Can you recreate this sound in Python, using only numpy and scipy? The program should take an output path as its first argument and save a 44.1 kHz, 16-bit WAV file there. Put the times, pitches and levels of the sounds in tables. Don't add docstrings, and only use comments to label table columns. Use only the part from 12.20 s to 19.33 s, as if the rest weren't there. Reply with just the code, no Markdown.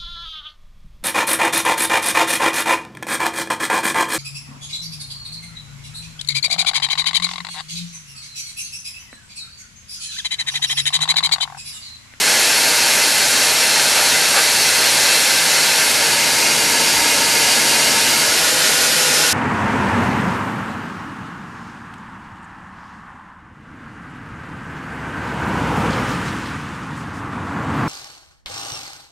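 import sys
import numpy as np
from scipy import signal
from scipy.fft import rfft, irfft, next_fast_len
from scipy.io import wavfile
from scipy.ndimage import map_coordinates

SR = 44100
rng = np.random.default_rng(int(sys.argv[2]) if len(sys.argv) > 2 else 0)


def inscribe(sig):
    pcm = np.round(np.clip(np.atleast_2d(sig).T, -1, 1) * 32767)
    wavfile.write(sys.argv[1], SR, pcm.astype(np.int16))


N = 314433

# f/Hz, level/dB
LOW_TONES = [(97, -53.5), (158, -48), (232, -49)]
# f/Hz, width/Hz, gain/dB
ROOM_PEAKS = [(118, 30, -2.0), (151, 30, 4.6), (194, 30, -4.7), (258, 80, 1.8), (366, 80, -2.6),
              (463, 130, 1.5), (624, 50, 3.7), (689, 80, -4.4), (797, 30, -2.9), (1034, 50, -4.6),
              (1303, 30, 4.4), (1443, 80, 4.2), (1497, 30, -4.0), (1680, 50, 4.2), (2046, 50, 3.9),
              (2175, 50, 4.2), (2293, 50, -4.3), (3628, 80, 3.4), (3790, 80, -3.8), (4619, 80, -3.9),
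              (5566, 130, 3.2), (7913, 400, -2.3)]
# f/Hz, width/Hz, gain/dB
PEAKS_UNDER = [(571, 30, 3.8), (775, 30, 2.1), (904, 110, 2.9), (1163, 30, 4.7), (1561, 45, 3.6),
               (1615, 30, -3.7), (1938, 110, -4.3), (2003, 45, 3.7), (2099, 45, -3.7), (2369, 45, 3.5),
               (2519, 45, 3.6), (2584, 45, -4.4), (2670, 70, 4.0), (3101, 170, -2.6), (3230, 70, 3.3),
               (3876, 70, 4.6), (4177, 70, 5.5), (4382, 70, 3.3), (4479, 110, 3.7), (4845, 170, -4.1),
               (7192, 170, 2.2), (10487, 170, 4.1), (10680, 170, 3.3), (12252, 260, 2.4)]
PEAKS_ALONG = [(452, 45, 4.2), (571, 30, 3.7), (926, 110, 5.0), (980, 30, 2.6), (1120, 45, -3.3),
               (1163, 30, 3.1), (1357, 70, -4.3), (1690, 45, 2.8), (1766, 70, -2.8), (1884, 260, -3.9),
               (1970, 45, -3.6), (2013, 45, 2.8), (2164, 45, 3.3), (2821, 260, 2.3), (3510, 110, -4.9),
               (3682, 70, -3.7), (3736, 70, 3.0), (4307, 70, -4.0), (4533, 70, 6.4), (4737, 110, 3.5),
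               (5125, 110, -4.1), (6568, 110, 4.3), (8549, 170, 2.9), (8979, 170, 4.5), (10142, 170, 4.7),
               (12188, 260, 3.2)]
PEAKS_CLEAR = [(409, 70, 4.5), (506, 70, 7.1), (754, 45, -3.0), (797, 30, 3.0), (915, 45, -5.3),
               (1001, 70, 3.6), (1087, 70, 2.8), (1260, 45, 2.5), (1443, 170, 4.0), (1486, 45, 2.9),
               (1529, 30, -4.3), (1658, 110, -3.6), (1873, 30, -6.3), (1927, 45, 5.4), (2121, 400, -2.3),
               (2659, 70, -3.9), (4027, 110, 3.1), (5340, 110, 5.0), (5491, 170, -3.8), (7084, 110, 3.6),
               (7343, 260, 3.1), (11542, 400, 2.3)]
# f/Hz, level/dB
SIDE_SPECTRUM = [(450, -72), (750, -54), (1020, -50), (1220, -5), (1380, -42), (2100, -26), (2400, -14.5),
                 (3300, -18), (3800, -9), (4100, -73.5)]
# t/s, place (0 under the glass, 1 along it, 2 lifted clear)
TORCH_PATH = [(0, 0), (3.55, 0), (4.25, 1), (5.95, 1), (6.25, 2), (7.13, 2)]
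# t/s, level/dB, half length/s
FLARE_TIMES = [(1.8, -21.5, 0.059), (2.174, -16.5, .025)]
# f/Hz, level/dB
FLARE_SPECTRUM = [(200, -28), (400, -11), (620, 0.5), (1100, -1.5), (1700, -1.5), (2900, -6.5), (4500, -13),
                  (10000, -21)]
# f/Hz, level/dB
JET_SPECTRUM = [(30, -37), (50, -28), (100, -16), (230, -9.5), (500, -4.5), (900, -2), (1150, -8.5),
                (1600, -0.8), (2400, -1.0), (3500, -4.5), (4500, -0.5), (7000, -4.5), (10500, -8),
                (12400, -10.5)]
# place, rumble/dB, roar/dB, hiss/dB
FLAME_LEVELS = [(0, -37.5, -21, -17), (1, -33, -21, -17.5), (2, -35, -21.5, -17.5)]
# t/s, half length/s, loss at the top/dB
SWING_DIP = (4.3, .25, 1.3)

SIZZLE_DB = -4.2
SWING_SHARE = 0.26
BUFFET_GROWTH = 1.2
SETTLE_S = .3
TOP_HZ = 12500


def amp(db):
    return 10 ** (np.asarray(db) / 20)


def unit(x):
    return x / np.sqrt(np.mean(x ** 2) + 1e-20)


def gain_at(points, hz):
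    freqs, levels_db = np.transpose(points)
    return amp(np.interp(np.log(hz + 1), np.log(freqs + 1), levels_db))


def wobble(rate):
    values = rng.standard_normal(int(N * rate / SR) + 4)
    return map_coordinates(values, [np.arange(N) * rate / SR])


def bell(centre_s, half_s):
    return np.exp(-.5 * ((np.arange(N) / SR - centre_s) / half_s) ** 2)


def filtered(x, response):
    size = next_fast_len(N + SR // 4)
    return irfft(rfft(x, size) * response(np.fft.rfftfreq(size, 1 / SR)), size)[..., :N]


def torch_place():
    times, places = np.transpose(TORCH_PATH)
    return np.interp(np.arange(N) / SR, times, places)


def lathe_and_room_tones(waver_db):
    t = np.arange(N) / SR
    tones = np.zeros(N)
    for hz, db in LOW_TONES:
        strength = np.sqrt(2) * amp(db + waver_db * wobble(3.93))
        tones += strength * np.sin(2 * np.pi * hz * t + 2.07 * wobble(7))
    return tones


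def resonate(x, peaks):
    grid = np.linspace(0, SR / 2, 8192)
    db = sum(gain / (1 + (2 * (grid - hz) / width) ** 2) ** 2 for hz, width, gain in peaks)
    return filtered(x, lambda hz: amp(np.interp(hz, grid, db)))


def echoes(x, echo_db, fade_s, delay_s):
    t = np.arange(SR // 5) / SR
    tail = rng.standard_normal(len(t)) * amp(-60 * t / fade_s) * (t > delay_s)
    echo = signal.fftconvolve(x, tail / np.linalg.norm(tail))[:N]
    share = lambda hz: np.clip(amp(echo_db) * hz / np.hypot(hz, 900), 0, .9)
    direct = filtered(x, lambda hz: np.sqrt(1 - share(hz) ** 2))
    return direct + filtered(echo, share)


def workshop(flame):
    place = torch_place()
    flame = resonate(flame, ROOM_PEAKS)
    heard = np.zeros(N)
    for index, peaks in enumerate([PEAKS_UNDER, PEAKS_ALONG, PEAKS_CLEAR]):
        nearness = np.clip(1 - abs(place - index), 0, 1)
        heard += nearness * echoes(resonate(flame, peaks), echo_db=-5.5, fade_s=0.19, delay_s=.005)
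    return heard


def flares():
    swell = sum(amp(db) * bell(centre_s, half_s) for centre_s, db, half_s in FLARE_TIMES)
    whoosh = filtered(rng.standard_normal(N), lambda hz: gain_at(FLARE_SPECTRUM, hz))
    return swell * unit(whoosh)


def jet_band(low_hz, high_hz):
    noise = rng.standard_normal(N)
    return unit(filtered(noise, lambda hz: gain_at(JET_SPECTRUM, hz) * (hz >= low_hz) * (hz < high_hz)))


def flame_levels():
    place = torch_place()
    places, rumble_db, roar_db, hiss_db = np.transpose(FLAME_LEVELS)
    step = 1 / (SETTLE_S * SR)
    late_place = signal.lfilter([step], [1, step - 1], place)
    return (np.interp(late_place, places, rumble_db),
            np.interp(place, places, roar_db),
            np.interp(place, places, hiss_db))


def torch(flutter_db, lumps_db, shimmer_db, buffet_db, surge_db, sway_db):
    rumble_db, roar_db, hiss_db = flame_levels()
    buffet, rumble, roar = jet_band(24, 70), jet_band(70, 360), jet_band(360, 2500)
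    hiss, sizzle = jet_band(2500, 7500), jet_band(7500, 13000)
    flutter, sway = wobble(15), sway_db * wobble(3.85)
    swing_s, swing_half_s, loss_db = SWING_DIP
    dull_db = loss_db * bell(swing_s, swing_half_s)
    growth_db = BUFFET_GROWTH * (rumble_db - rumble_db.mean())
    buffet = unit(buffet * amp(growth_db + lumps_db * wobble(13))) * amp(buffet_db)
    rumble *= amp(rumble_db + surge_db * wobble(7))
    roar *= amp(roar_db + sway + flutter_db * flutter)
    hiss *= amp(hiss_db + sway - SWING_SHARE * dull_db + shimmer_db * flutter)
    sizzle *= amp(hiss_db + SIZZLE_DB + sway - dull_db + shimmer_db * wobble(14))
    return buffet + rumble + roar + hiss + sizzle


def scene():
    flame = torch(flutter_db=0.38, lumps_db=2.5, shimmer_db=0.32, buffet_db=-56, surge_db=0.4, sway_db=0.14)
    flame += flares()
    middle = workshop(flame) + lathe_and_room_tones(waver_db=3.5)
    delayed = np.roll(middle, SR // 150)
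    smeared = echoes(delayed, echo_db=-1.0, fade_s=0.21, delay_s=0.0046)
    side = filtered(smeared, lambda hz: gain_at(SIDE_SPECTRUM, hz))
    return np.array([middle + side, middle - side])


def record(dry):
    return filtered(dry, lambda hz: hz < TOP_HZ)


dry = scene()
out = record(dry)
inscribe(out)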